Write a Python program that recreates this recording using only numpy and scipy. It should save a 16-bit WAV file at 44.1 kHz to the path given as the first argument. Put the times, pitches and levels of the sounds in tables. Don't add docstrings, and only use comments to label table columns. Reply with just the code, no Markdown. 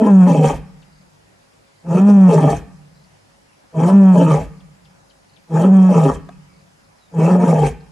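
import sys
import numpy as np
from scipy import signal
from scipy.fft import rfft, irfft, next_fast_len
from scipy.io import wavfile
from scipy.ndimage import uniform_filter1d, minimum_filter1d

SR = 44100
rng = np.random.default_rng(int(sys.argv[2]) if len(sys.argv) > 2 else 0)


def field_ratio(decibels):
    return 10 ** (np.asarray(decibels, dtype=float) / 20)


def unload_audio(sound):
    columns = np.transpose(np.atleast_2d(sound))
    steps = np.round(np.clip(columns, -1, 1) * 32767)
    wavfile.write(sys.argv[1], SR, steps.astype(np.int16))


N = 348831


def roar(span, moan, steady, breath):
    # time_s, depth_db, half_length_s
    breaks = [(.299, 10.5, 0.017), (.352, 16, 0.047), (.524, 11, 0.026), (1.937, 11.5, 0.014),
              (1.98, 12, 0.02), (2.329, 15, 0.031), (2.411, 11, 0.021), (2.5, 12.5, 0.02),
              (3.815, 10.5, 0.018), (3.897, 17, 0.031), (4.196, 3.5, 0.081), (4.286, 6.5, .04),
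              (5.567, 6.5, .025), (5.635, 9, 0.018), (5.941, 16, 0.023), (7.205, 8.5, 0.039),
              (7.295, 13, 0.024), (7.467, 11, 0.016), (7.571, 8, 0.013)]
    start, end = span
    t = np.arange(start, end, 1 / SR)
    n = len(t)
    hz, moan_db = columns(moan, t)
    hz = uniform_filter1d(hz, size=900)
    moan_db = moan_db - bumps(t, *np.transpose(breaks))
    rough, throat_db, bright_db, hiss_db, thump_db = effort(t, steady, breath)

    turns = np.cumsum(hz * (1 + (0.0037 + .02 * rough) * drift(n, hz=45))) / SR
    swing = np.sqrt(2) * np.sin(2 * np.pi * turns) * field_ratio(moan_db + 1.6 * rough * drift(n, hz=30))
    swing = signal.sosfiltfilt(signal.butter(3, 112, "high", fs=SR, output="sos"), swing)

    overtones = clear_overtones(hz, turns, bright_db)
    slaps, puffs = fold_slaps(hz)
    chaos = throat_and_mouth(slaps, puffs, hz, breath[1] - t, bright_db)
    body = field_ratio(throat_db) * (np.sqrt(1 - rough) * overtones + np.sqrt(rough) * chaos)
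    palate_db = 0.26 * (throat_db + bright_db - 19) + 0.62 * (hiss_db - 1.5)
    body += field_ratio(palate_db) * np.sqrt(.06 + .94 * rough) * palate(slaps, puffs)
    body = signal.sosfilt(signal.butter(4, 190, "high", fs=SR, output="sos"), body)

    blown = field_ratio(hiss_db + 1.8 * drift(n, hz=49)) * breath_hiss(slaps, puffs)
    chest = field_ratio(thump_db) * chest_thump(n)
    fade_in = ((t - start) / 0.037) ** 2 + (start == 0)
    fade = np.clip(np.minimum(fade_in, (end - t) / 0.2), 0, 1)
    return (swing + body + blown + chest) * fade


def clear_overtones(hz, turns, bright_db):
    # pitch_hz, level_db
    strengths = [(300, -1), (700, -4.5), (850, -3.5), (980, -9), (1130, -11.5), (1300, -14.5),
                 (1500, -21.5), (1750, -20), (2050, -36), (2300, -31), (2600, -26.5), (2900, -45.5),
                 (3200, -32), (3500, -52.5)]
    k = np.arange(2, 19)[:, None]
    upper = np.clip((k * hz - 680) / 100, 0, 1)
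    tops = field_ratio(read(strengths, k * hz))
    tops /= np.sqrt(((tops * (1 - upper)) ** 2).sum(0) / 2)
    waver_db = [2.2 * drift(len(hz), hz=8) + .09 * j * drift(len(hz), hz=90) for j in k]
    tops *= field_ratio(upper * (bright_db + 4.0) + waver_db)
    return (tops * np.cos(2 * np.pi * (k * turns + rng.random(k.shape)))).sum(0)


def fold_slaps(hz):
    n = len(hz)
    beats = np.cumsum(hz * np.exp(.11 * drift(n, hz=50))) / SR
    slaps = (np.diff(np.floor(beats), prepend=0) > 0) * field_ratio(5.1 * rng.standard_normal(n))
    puffs = (0.29 + np.exp(-(beats % 1) / 1.2)) * rng.standard_normal(n)
    return slaps, puffs


def throat_and_mouth(slaps, puffs, hz, breath_left_s, bright_db):
    # pitch_hz, width_hz, level_db
    throat = [(228.3, 59, -7), (435.6, 93, -7), (543.3, 53, -10.5), (637.3, 29, -13.5)]
    # pitch_hz, width_hz, level_db
    mouth = [(826.4, 68, 1), (955, 71, -5), (1226, 170, -8.5)]
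    drive = evened(slaps) + .42 * evened(puffs)
    jaw = (uniform_filter1d(hz, size=3000) / 165) ** .25
    gaping = jaw * (1 + 0.077 * np.clip(1 - breath_left_s / 0.32, 0, 1))
    throat_ring = steadied(ring(throat, gaping, drive), .8)
    return throat_ring + field_ratio(bright_db) * steadied(ring(mouth, jaw, drive), .8)


def palate(slaps, puffs):
    # pitch_hz, width_hz, level_db
    modes = [(1560, 260, 0), (1830, 260, -3), (2250, 300, -6), (2590, 280, -3), (3130, 320, -6)]
    return patchy(steadied(ring(modes, 1, .55 * evened(slaps) + evened(puffs)), .7), depth_db=3)


def breath_hiss(slaps, puffs):
    # pitch_hz, level_db (per Hz)
    hiss_colour = [(2120, -35), (3600, -7), (4180, -11), (4460, -7), (4860, -11.5), (5810, -2),
                   (6900, -2.5), (7400, -4), (7970, -5.5), (10900, -12), (12200, -22.5), (13000, -33)]
    return patchy(coloured(puffs + 0.12 * evened(slaps), hiss_colour), depth_db=3.0)


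def chest_thump(n):
    shake = np.diff(rng.standard_normal(n), prepend=0)
    return steadied(resonate(shake, 52, 36), .6)


def effort(t, steady, breath):
    calm_db = (-9.5, -7.5, -8.5)
    strain_db = (1, 3.5, 4.5)
    lag_s = (0.0011, 0.0033, 0.053)
    spent_db_per_s = (234.5, 278.5, 345)
    # time_s, throat_db, air_db
    gusts = [(.012, 14, -6.5), (0.059, 4, -1.5), (.21, 2.5, 4), (.307, 3.5, 5), (.412, 0.5, -5.5),
             (0.45, 6.5, 6.5), (0.491, -5.5, 8), (1.986, 3, 5.5), (2.097, 10.5, 14), (2.345, 11, 8.5),
             (2.389, -7.5, 1.5), (2.455, 1.5, 0.5), (2.515, 1, 5.5), (3.89, 6.5, 6.5), (4.197, 8, 3.5),
             (4.226, 5, 4), (4.257, -7, -4), (4.338, 0.5, 4), (5.621, 0, 6), (5.639, 2.5, 0),
             (5.702, 0.5, -10.5), (5.962, 3.5, 1), (6.011, -2.5, 0), (6.067, 4.5, 1.5), (7.25, 0, 2.5),
             (7.383, -3.5, -11), (7.512, 0.5, 1), (7.55, 0, -4.5), (7.615, -5, -3), (7.659, 5, 5.5)]
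    # time_s, level_db, half_length_s
    flares = [(0.085, 4.5, 0.058), (.225, 4.5, 0.029), (0.344, -3, 0.025), (.475, 3.5, 0.086),
              (1.953, -3.5, .04), (2.255, 3, 0.033), (2.39, 3, 0.016), (2.477, 3, 0.032),
              (3.814, 4.5, 0.051), (4.104, 5.5, 0.045), (4.251, 5, .03), (4.32, 3, 0.024),
              (5.56, 4.5, 0.047), (5.976, 3.5, 0.044), (6.088, 7, 0.024), (7.304, 3, 0.029),
              (7.522, 4.5, 0.021), (7.667, 6, 0.088)]
    settle_s, tear_s, onset_rough = .05, .032, .85
    open_s, shut_db, gust_s = 0.069, -18, 0.038
    base_throat_db, base_mouth_db, base_hiss_db = -20.5, -28.5, -48.5
    (settled, tears, least), (opens, spent, push_db, thump_db) = steady, breath

    rough = np.interp(t, [settled - settle_s, settled, tears, tears + tear_s], [onset_rough, least, least, 1])
    flow_db = push_db + shut_db * np.maximum(1 - (t - opens) / open_s, 0)
    along = np.clip(1 - (spent - t) / .65, 0, 1)
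    throat, mouth, hiss = (flow_db + calm * (1 - rough) + strain * along - fall * np.maximum(t - spent - lag, 0)
                           for calm, strain, lag, fall in zip(calm_db, strain_db, lag_s, spent_db_per_s))

    at, shake_db, blow_db = np.transpose(gusts)
    blow = bumps(t, at, blow_db, gust_s)
    throat_db = base_throat_db + throat + bumps(t, at, shake_db, gust_s)
    mouth_db = base_mouth_db + mouth + .55 * blow + bumps(t, *np.transpose(flares))
    hiss_db = base_hiss_db + hiss + blow

    late = t - spent - 0.049
    thump = thump_db + np.where(late < 0, 197.5 * late, -96.5 * late)
    return rough, throat_db, mouth_db - throat_db, hiss_db, np.maximum(thump, -54)


def ground(x):
    size = next_fast_len(N + SR)
    hz = np.fft.rfftfreq(size, 1 / SR)
    delay_s = np.array([[.00026], [.00038]])
    bounce = 1 + 0.14 * np.exp(-2j * np.pi * hz * delay_s)
    near = irfft(rfft(x, size) * bounce / 1.087, size)[:, :N]
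    scatter = rng.standard_normal(900) * field_ratio(-60 * np.arange(900) / SR / 0.063)
    band = signal.butter(3, [650, 9500], "band", fs=SR, output="sos")
    scatter = signal.sosfilt(band, scatter / np.linalg.norm(scatter))
    return near + field_ratio(-11) * np.array([[1], [-1]]) * signal.oaconvolve(x, scatter)[:N]


def far(x):
    # pitch_hz, time_to_fall_60_db_s
    bush_decays = [(200, 0.5), (700, 0.15), (2000, 0.51), (6000, 0.033)]
    # pitch_hz, time_to_fall_60_db_s
    tree_decays = [(60, 2.8), (170, 1.26), (300, 0.78), (700, 0.65), (2000, 1.3), (6000, 0.14)]
    rasp = signal.sosfilt(signal.butter(4, 300, "high", fs=SR, output="sos"), x)
    bushes = field_ratio(-23) * echo(rasp, bush_decays, first=600)
    return bushes + field_ratio(-35.5) * echo(x, tree_decays, first=2000)


def echo(x, decays, first):
    taps = np.zeros((2, 2 * SR))
    at = np.arange(first, 2 * SR - 20, 20)
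    at = at + rng.integers(0, 20, (2, len(at)))
    np.put_along_axis(taps, at, rng.choice([-1., 1.], at.shape), 1)
    taps[1] = .75 * taps[0] + .66 * taps[1]
    hz, t, z = signal.stft(taps, SR, nperseg=1024)
    tail = signal.istft(z * field_ratio(-60 * t / read(decays, hz)[:, None]), SR, nperseg=1024)[1]
    return signal.fftconvolve(x[None], tail / np.linalg.norm(tail[0]), axes=1)[:, :N]


def knocks():
    # time_s, level_db
    hits = [
        (6.29, -25),
        (6.2931, -26),
        (1.033, -54),
        (.605, -46),
    ]
    # pitch_hz, time_to_fall_60_db_s, level_db
    twig = [(720, .035, 0), (1130, .03, -2), (1600, .014, -8), (3500, .007, -12), (6500, .005, -16)]
    t, out = np.arange(2000) / SR, np.zeros(N)
    knock = sum(field_ratio(db - 60 * t / t60) * -np.sin(2 * np.pi * hz * t) for hz, t60, db in twig) / 2
    for s, db in hits:
        add(out, s, field_ratio(db) * knock)
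    return out


def birds():
    out = np.zeros((2, N))
    for s, start_hz, end_hz, length, db, lead_db in songs():
        u = np.linspace(0, 1, round(length * SR))
        glide_hz = start_hz * (end_hz / start_hz) ** u
        note = np.sin(2 * np.pi * np.cumsum(glide_hz) / SR) * np.sin(np.pi * u) ** .6
        note *= 1 + .8 * drift(len(u), hz=300)
        for delay, echo_db in ((0, 6.5), (.009, 0), (.021, -6)):
            add(out, s + delay, note * field_ratio(db + echo_db + lead_db * np.array([[.5], [-.5]])))
    return out


def songs():
    # start_s, level_db, left_lead_db
    chip_times = [(.816, -63, 7), (4.596, -65, 3), (4.846, -62.5, 10), (5.098, -62.5, 8), (5.358, -66, 19)]
    # start_hz, end_hz, length_s
    chip_shape = (5300, 2270, .019)
    # start_s, gap_s, note_count, level_db
    trill_times = [(.924, .028, 4, -68.5), (1.75, .027, 3, -70), (2.944, .0235, 5, -67),
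                   (5.288, .04, 2, -68.5), (6.533, .027, 4, -69), (6.8, .04, 2, -72), (7.8, .03, 1, -67.5)]
    # start_hz, end_hz, length_s
    trill_shape = (5400, 3800, .0145)
    # start_s, start_hz, end_hz, length_s, level_db
    whistles = [(3.14, 5600, 4630, 0.16, -82), (3.471, 2880, 2510, 0.092, -75),
                (6.284, 2630, 2480, 0.096, -69), (6.462, 2340, 2186, 0.13, -71),
                (6.792, 2850, 2700, .037, -78), (6.971, 4170, 3590, 0.13, -72.5)]
    chips = [(s, *chip_shape, db, lead_db) for s, db, lead_db in chip_times]
    trills = [(s + gap * i, *trill_shape, db, 2) for s, gap, notes, db in trill_times for i in range(notes)]
    return chips + trills + [(*row, 1) for row in whistles]


def air():
    # pitch_hz, level_db (per Hz)
    air_colour = [(12, -23.5), (20, -8), (85, -11.5), (163, 1), (350, -9), (542, -8.5), (604, -8),
                  (986, -8.5), (1100, -11.5), (1950, -14.5), (3550, -20), (5200, -18), (10900, -25),
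                  (12400, -31), (13500, -74)]
    # pitch_hz, side_minus_middle_db
    air_side = [(60, -0.5), (150, -6), (360, 5), (890, 2), (2170, 2.5), (5320, -2), (13100, -9.5)]
    frames, hz = N // 512 + 5, np.fft.rfftfreq(2048, 1 / SR)
    a, b, c, d, patches = rng.standard_normal((frames, 1025, 5)).T
    patches = evened(uniform_filter1d(uniform_filter1d(patches, 20, 0), 6, 1))
    mid = a + 1j * b
    side = (c + 1j * d) * field_ratio(read(air_side, hz))[:, None]
    z = np.array([mid + side, mid - side]) * field_ratio(read(air_colour, hz)[:, None] + 1.5 * patches)
    hiss = signal.istft(z, nperseg=2048, noverlap=1536)[1][:, :N]
    return field_ratio(-57.5) * hiss / np.std(hiss.mean(0))


def insects():
    # pitch_hz, width_hz, level_db
    bands = [(5000, 150, -76.5), (5400, 120, -89), (6400, 200, -86.5), (7100, 150, -77.5),
             (10750, 200, -81.5)]
    out = np.zeros((2, N))
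    for f, width, db in bands:
        out += [field_ratio(db + 2.3 * drift(N, hz=16)) * evened(resonate(rng.standard_normal(N), f, width))
                for _ in "lr"]
    return out


def camera_hum():
    # pitch_hz, level_db
    tones = [(52, -73), (101, -68), (150, -72), (550, -71), (800, -76.5), (1922, -83)]
    return sum(field_ratio(db) * evened(resonate(rng.standard_normal(N), f, 6)) for f, db in tones)


def ring(modes, opening, drive):
    n, out = len(drive), 0
    for i, (f, width, db) in enumerate(modes):
        level = (-1) ** i * field_ratio(db + 3.6 * drift(n, hz=8))
        out = out + level * evened(resonate(drive, f * opening + 22 * drift(n, hz=8), width))
    return out


def resonate(x, hz, width):
    turn = np.exp(2j * np.pi * np.cumsum(hz * np.ones(len(x))) / SR)
    r = np.exp(-np.pi * width / SR)
    return 2 * (turn * signal.lfilter([(1 - r) ** 2], [1, -2 * r, r * r], x / turn + 1e-18)).real


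def patchy(x, depth_db):
    z = signal.stft(x, nperseg=256)[2]
    patches = uniform_filter1d(uniform_filter1d(rng.standard_normal(z.shape), size=4, axis=0), size=9, axis=1)
    return evened(signal.istft(z * field_ratio(depth_db * evened(patches)), nperseg=256)[1][:len(x)])


def steadied(x, share):
    return evened(x / (uniform_filter1d(x ** 2, size=2600) + 1e-9) ** (share / 2))


def drift(count, hz):
    f = np.fft.rfftfreq(count, 1 / SR)
    return evened(irfft(rfft(rng.standard_normal(count)) / (1 + (f / hz) ** 2), count))


def coloured(x, spectrum):
    return irfft(rfft(x) * field_ratio(read(spectrum, np.fft.rfftfreq(x.shape[-1], 1 / SR))), x.shape[-1])


def evened(x):
    return x / np.sqrt(np.mean(x ** 2) + 1e-20)


def read(points, hz):
    f, value = np.transpose(points)
    return np.interp(np.log(hz + 1), np.log(f + 1), value)


def columns(rows, t):
    s, *values = np.transpose(rows)
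    return [np.interp(t, s, v) for v in values]


def bumps(t, at, size, half):
    at, size, half = (np.reshape(v, (-1, 1)) for v in (at, size, half))
    return (size * np.clip(1 - abs(t - at) / half, 0, 1)).sum(0)


def add(mix, s, sound):
    part = mix[..., round(s * SR):][..., :sound.shape[-1]]
    part += sound[..., :part.shape[-1]]


def scene():
    # start_s, end_s
    spans = [(0, .66), (1.82, 2.7), (3.71, 4.54), (5.47, 6.26), (7.1, 7.84)]
    # time_s, pitch_hz, level_db
    moans = [
        [(0.0, 220.8, -26.5), (0.135, 193.2, -3.5), (0.239, 179.6, -5), (0.284, 184, -9), (0.33, 158.6, -0.5),
         (0.404, 154.8, -8.5), (0.51, 150, -18.5), (0.659, 162.2, -54.5)],
        [(1.82, 169.9, -43.5), (1.917, 168.1, -12), (2.0, 189.8, -9), (2.09, 207.3, -6.5), (2.285, 179.9, -5.5),
         (2.35, 160.8, -7.5), (2.475, 147.9, -8), (2.696, 156.8, -52.5)],
        [(3.71, 171.9, -58.5), (3.78, 159, -13), (3.84, 165.2, -11.5), (3.9, 193.7, -6), (3.987, 196.9, -5.5),
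         (4.16, 180.1, -7.5), (4.339, 152.8, -8), (4.533, 167.7, -63.5)],
        [(5.47, 172.8, -50), (5.552, 158.5, -7.5), (5.61, 163.8, -11.5), (5.655, 189.2, -9),
         (5.739, 193.3, -6.5), (5.92, 180.7, -9), (6.055, 147.5, -10), (6.256, 150, -49)],
        [(7.1, 168.1, -52), (7.19, 161.9, -5), (7.265, 164.2, -10), (7.31, 181.5, -8.5), (7.437, 183.5, -10.5),
         (7.5, 163.4, -10.5), (7.665, 144.1, -13), (7.833, 154, -56)],
    ]
    # start_s, end_s, roughness (0 clear to 1 chaotic)
    steady_stretches = [(.12, .25, .07), (2.025, 2.26, .1), (3.97, 4.125, .06), (5.71, 5.885, .14),
                        (7.34, 7.42, .8)]
    # opens_s, runs_out_s, push_db, chest_thump_db
    breaths = [(-.2, 0.509, 1.5, -20), (1.86, 2.521, 1.5, -24), (3.729, 4.38, 1, -22),
               (5.492, 6.097, 1.5, -25), (7.136, 7.633, 2.5, -24)]
    voice = np.zeros(N)
    for span, moan, steady, breath in zip(spans, moans, steady_stretches, breaths):
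        add(voice, span[0], roar(span, moan, steady, breath))
    background = air() + insects() + camera_hum() + birds()
    return ground(voice + knocks()) + field_ratio(4.0) * far(voice) + background


def band_limit(x):
    return signal.sosfilt(signal.butter(12, 13660, fs=SR, output="sos"), x)


def record(dry):
    ceiling = .86
    room = minimum_filter1d(np.minimum(ceiling / (abs(dry).max(0) + 1e-9), 1), size=600)
    held = dry * uniform_filter1d(room, size=500)
    cut = signal.sosfilt(signal.butter(2, 30, "high", fs=SR, output="sos"), held)
    return band_limit(cut)


dry = scene()
out = record(dry)
unload_audio(out)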